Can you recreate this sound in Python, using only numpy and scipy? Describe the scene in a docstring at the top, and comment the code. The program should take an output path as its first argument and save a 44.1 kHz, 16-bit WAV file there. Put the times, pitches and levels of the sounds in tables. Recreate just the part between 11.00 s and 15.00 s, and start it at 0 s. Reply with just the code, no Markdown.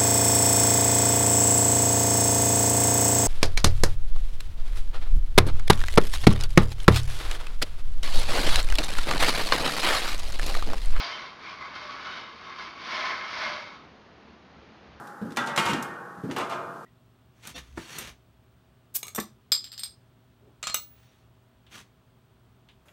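"""A light, scratchy whirr: a small motor draws a curtain along its line beside a window, then stops.
The line rubs over its pulleys in countless tiny slips that ring the pulleys and their brackets;
it catches a few times, squeaks briefly and drags hardest near the end.
The room rings a little, and a quiet street murmurs behind the glass."""
import sys
import numpy as np
from scipy import signal
from scipy.fft import rfft, irfft, next_fast_len
from scipy.io import wavfile
from scipy.ndimage import map_coordinates

SR = 44100
rng = np.random.default_rng(int(sys.argv[2]) if len(sys.argv) > 2 else 0)


def log_audio(samples):
    """Write samples as a 16-bit WAV file to the path given in sys.argv[1]."""
    # one column per channel
    frames = np.atleast_2d(samples).T
    # limit to full scale, then quantise
    limited = np.clip(frames, -1, 1)
    pcm = np.round(limited * 32767).astype(np.int16)
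    wavfile.write(sys.argv[1], SR, pcm)


N = 176400
TIME = np.arange(N) / SR


def from_db(db):
    """Turn decibels into a gain."""
    return 10 ** (np.asarray(db) / 20)


def unit_level(x):
    """Scale a signal so its average (rms) level is 1."""
    return x / np.sqrt(np.mean(x ** 2) + 1e-20)


def in_time(rows):
    """Join (time, value) rows by straight lines."""
    return np.interp(TIME, *np.transpose(rows))


def coloured(x, points):
    """Shape the bass and treble with a (Hz, dB) curve."""
    hz, db = np.transpose(points)
    bins = np.maximum(np.fft.rfftfreq(2 * N, 1 / SR), 1)
    gain = from_db(np.interp(np.log(bins), np.log(hz), db))
    return irfft(rfft(x, 2 * N) * gain)[:N]


def drift(hz):
    """A slow random wander, about 1 in size."""
    knots = rng.standard_normal(N // 40)
    return unit_level(map_coordinates(knots, [TIME * hz * 2], order=3, mode="wrap"))


def resonate(x, hz, width_hz):
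    """Ring at one pitch; a narrower width rings longer."""
    r = np.exp(-np.pi * width_hz / SR)
    feedback = [1, -2 * r * np.cos(2 * np.pi * hz / SR), r * r]
    return signal.lfilter(np.array([1, 0, -1]) * (1 - r * r) / 2, feedback, x + 1e-18)


# tone of the traffic through the glass: f/Hz, level/dB
TRAFFIC_TONE = [(10, -23.5), (25, -18), (45, -12), (60, -13), (80, -7.5), (118, -6), (180, -4), (235, -6),
                (316, -5.5), (400, -5), (600, -7.5), (760, -6.5), (1050, -8.5), (1500, -11.5), (2500, -16),
                (4600, -22.5), (6900, -37.5), (9000, -65)]
# loudness of the traffic: t/s, level/dB
TRAFFIC_LEVEL = [(0, -51), (1.0, -52), (2.0, -52), (2.9, -52), (3.15, -53.5), (3.29, -52), (3.42, -54),
                 (3.6, -52), (3.8, -52.5), (3.95, -51), (4.0, -53)]
# low notes of the window pane: f/Hz, width/Hz, level/dB (against the traffic, halfway through)
PANE_NOTES = [(71.8, 9.1, -16.5), (219, 42, -16)]


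def street(floor_db=-70.5):
    """Far traffic murmurs and sets the pane booming, over a faint even hiss."""
    traffic = unit_level(coloured(rng.standard_normal(N), TRAFFIC_TONE))
    boom = sum(from_db(db) * unit_level(resonate(traffic, hz, width)) for hz, width, db in PANE_NOTES)
    swell = from_db(6 * np.linspace(-1, 1, N))  # the boom grows by 12 dB
    hiss = from_db(floor_db) * rng.standard_normal(N)
    return (traffic + boom * swell) * from_db(in_time(TRAFFIC_LEVEL)) + hiss


def room(x, count=10, fade_s=0.41):
    """Echoes bounce between the walls, losing 60 dB in fade_s."""
    size = next_fast_len(N + SR)
    hz, response = np.fft.rfftfreq(size, 1 / SR), 0
    for k, delay_s in enumerate(rng.uniform(.009, .045, count)):
        echo = from_db(-60 * delay_s / fade_s) * np.exp(-2j * np.pi * hz * delay_s)
        response += (-1) ** k * echo / (1 - echo)  # one echo and all its repeats
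    response /= np.sqrt(np.mean(np.abs(response) ** 2))
    return irfft(rfft(x, size) * response, size)[:N]


def slips(per_second=4500, spread_db=2.5):
    """The line sticks and slips, making a stream of tiny uneven clicks."""
    sizes = from_db(spread_db * np.minimum(rng.exponential(1, N), 4)) * rng.choice([-1, 1], N)
    return unit_level(sizes * (rng.random(N) < per_second / SR))


# a pulley or bracket sings briefly: t/s (at its loudest), length/s, f/Hz, level/dB
PULLEY_SQUEAKS = [(.01, 0.13, 685, -45), (0.015, .06, 840, -45.5), (.05, 0.061, 4730, -43.5),
                  (0.153, 0.065, 3090, -44), (0.453, 0.044, 2220, -45.5), (0.494, 0.08, 2370, -48),
                  (0.503, 0.043, 1100, -44.5), (0.625, 0.026, 2052, -40.5), (0.657, 0.03, 1092, -39),
                  (0.87, 0.22, 603, -56.5), (0.929, 0.066, 1132, -41), (1.0, .06, 2350, -54),
                  (1.124, 0.14, 1494, -43), (1.13, 0.2, 2973, -49), (1.16, 0.18, 3750, -52),
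                  (1.504, 0.027, 2060, -52), (1.597, 0.032, 1060, -42.5), (1.786, 0.042, 2210, -49.5),
                  (2.034, 0.047, 802, -43.5), (2.05, 0.14, 2100, -39), (2.007, 0.13, 620, -48),
                  (2.438, 0.08, 635, -46), (2.556, 0.18, 599, -45.5), (2.67, 0.14, 2186, -56)]


def squeaks():
    """For a moment the slips feed one note, which swells and fades."""
    sound = 0
    for peak_s, length_s, hz, db in PULLEY_SQUEAKS:
        note = unit_level(resonate(slips(), hz, width_hz=25 + .012 * hz))
        swell = np.exp(-2 * ((TIME - peak_s) / length_s) ** 2)
        sound += note * from_db(db) * swell
    return sound


# the line catches and slips free: t/s, jerk level/dB, scrape level/dB
LINE_CATCHES = [(0.0, -31, -38), (.435, -45.5, -56), (0.606, -37.5, -54), (.648, -44, -61),
                (.752, -38.5, -45.5), (0.814, -42, -54), (1.05, -35.5, -53), (1.154, -37, -57),
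                (1.585, -36, -50), (2.085, -35.5, -45)]


def catches(fade_s=0.28):
    """Each catch is a sudden force that dies away; gives the strength of the jerks and scrapes."""
    jerks = scrapes = 0
    for start_s, jerk_db, scrape_db in LINE_CATCHES:
        burst = (TIME >= start_s) * from_db(-60 * np.maximum(TIME - start_s, 0) / fade_s)
        jerks += from_db(jerk_db) * burst
        scrapes += from_db(scrape_db) * burst
    return jerks, scrapes


def whirr(hz=28, depth_db=0.5, wander=0.18):
    """The turning pulley presses unevenly on the line, so the level flutters."""
    turns = np.cumsum(hz * (1 + wander * drift(2.1))) / SR
    return from_db(depth_db * np.sin(2 * np.pi * turns))


# how hard the line rubs: t/s, level/dB
LINE_DRAG = [(0.0, -35.5), (0.25, -40.5), (0.36, -49.5), (0.49, -42), (0.59, -45), (0.62, -47), (0.67, -46),
             (0.68, -45), (0.74, -41.5), (1.17, -40), (1.36, -47.5), (1.52, -42), (1.57, -44.5),
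             (1.59, -44), (1.63, -41), (1.64, -42.5), (1.68, -40.5), (1.74, -46.5), (1.92, -33.5),
             (2.1, -32.5), (2.19, -38.5), (2.21, -36), (2.29, -38), (2.46, -31.5), (2.57, -37.5),
             (2.8, -51)]
# notes of the pulleys and brackets: f/Hz, width/Hz, level/dB, growth/(dB per dB of drag)
PULLEY_NOTES = [(225, 36, -26, 2.04), (349, 50, -22.5, 0.93), (600.3, 13, -26.5, 2),
                (628.3, 19, -16.5, 1.5), (688, 23, -22, 2.27), (806, 13, -20, 1.06), (929, 11, -15.5, 1.34),
                (1006, 21, -11.5, 1.0), (1045.4, 30, -8, 1.27), (1120, 46, -5.5, 0.59),
                (1294.5, 47, -7.5, 1), (1486, 58, -8, 1.15), (1658, 19, -11, 1.14), (1775, 29, -18, 2.53),
                (1953, 10, -21.5, 2.18), (2037, 23, -19.5, 2.3), (2092, 13, -16, 0.9),
                (2130, 18, -9.5, 1.72), (2223, 18, -17, 1.8), (2251, 20, -10.5, 1.36), (2914, 18, -25, 1.3),
                (3153, 46, -14.5, 1.06), (3400, 33, -21.5, 1.63), (3658, 140, -16.5, 0.66),
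                (4550, 97, -15, 1.04), (5250, 290, -24.5, 2.02)]
# tone of the rough rasp of the rubbing: f/Hz, level/dB
RASP_TONE = [(100, -39.5), (250, -7.5), (480, -9.5), (680, -8), (850, -3.5), (1100, 1), (1750, -2),
             (2300, -1.5), (2700, -6), (4000, -39), (12000, -58.5)]
# tone of the high hiss of the rubbing: f/Hz, level/dB
HISS_TONE = [(1500, -31), (2500, -3), (3300, 1), (4100, 0.5), (4900, -1.5), (5700, -7), (6700, -20),
             (9500, -17.5), (15500, -22)]
# loudness of that hiss: t/s, level/dB
HISS_LEVEL = [(0.0, -35.5), (0.25, -47.5), (0.37, -57.5), (0.5, -46), (0.59, -54), (0.61, -52.5),
              (0.72, -55), (0.76, -47), (1.02, -49), (1.06, -46.5), (1.18, -47), (1.29, -54.5), (1.44, -53),
              (1.5, -50.5), (1.54, -55), (1.62, -44), (1.75, -56.5), (1.86, -42.5), (1.95, -37),
              (2.05, -38), (2.07, -37), (2.22, -46.5), (2.44, -36.5), (2.8, -59.5)]


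def curtain_line(usual_db=-40, ring_db=-2.5, rasp_db=-4.5, hiss_db=-0.5, stop_s=2.76):
    """The line's slips ring the pulleys, rasp and hiss; hard drag lifts some notes more than others."""
    running = from_db(-88 * np.maximum(TIME - stop_s, 0)) * whirr()  # stopping: 88 dB quieter a second
    extra_drag_db = in_time(LINE_DRAG) - usual_db
    jerks, scrapes = catches()
    rings = 0
    for hz, width_hz, db, growth in PULLEY_NOTES:
        flicker_db = 1.5 * drift(6)
        rubbing = from_db(usual_db + growth * extra_drag_db + flicker_db)
        force = np.hypot(rubbing, jerks)  # adds their powers
        width_gain = np.sqrt(SR / (np.pi * width_hz))  # keeps narrow notes as strong as wide ones
        rings += from_db(ring_db + db) * width_gain * resonate(slips() * running * force, hz, width_hz)
    rasp_gain = from_db(rasp_db + usual_db + 1.043 * extra_drag_db)
    rasp = unit_level(coloured(slips(), RASP_TONE)) * rasp_gain
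    hiss_gain = np.hypot(from_db(hiss_db + in_time(HISS_LEVEL)), scrapes)
    hiss = unit_level(coloured(slips(), HISS_TONE)) * hiss_gain
    return rings + running * (rasp + hiss)


def scene(echo_db=-11.5):
    """The moving curtain in its room, with the street behind."""
    curtain = curtain_line() + squeaks()
    echo_gain = from_db(echo_db)
    indoors = (curtain + echo_gain * room(curtain)) / np.hypot(1, echo_gain)
    return (indoors + street())[None]


# the microphone's dull treble: f/Hz, level/dB
MICROPHONE_TONE = [(6500, -1), (7100, -9), (7700, -28), (8200, -33.5), (8800, -19), (9600, -15.5),
                   (10500, -20.5), (11300, -32.5), (15500, -27)]


def record(dry, cutoff_hz=16250):
    """The microphone dulls the treble, and the very top is cut away."""
    dulled = coloured(dry[0], MICROPHONE_TONE)
    low_pass = signal.cheby2(16, 60, cutoff_hz, fs=SR, output="sos")
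    return signal.sosfilt(low_pass, dulled)[None]


dry = scene()
out = record(dry)
log_audio(out)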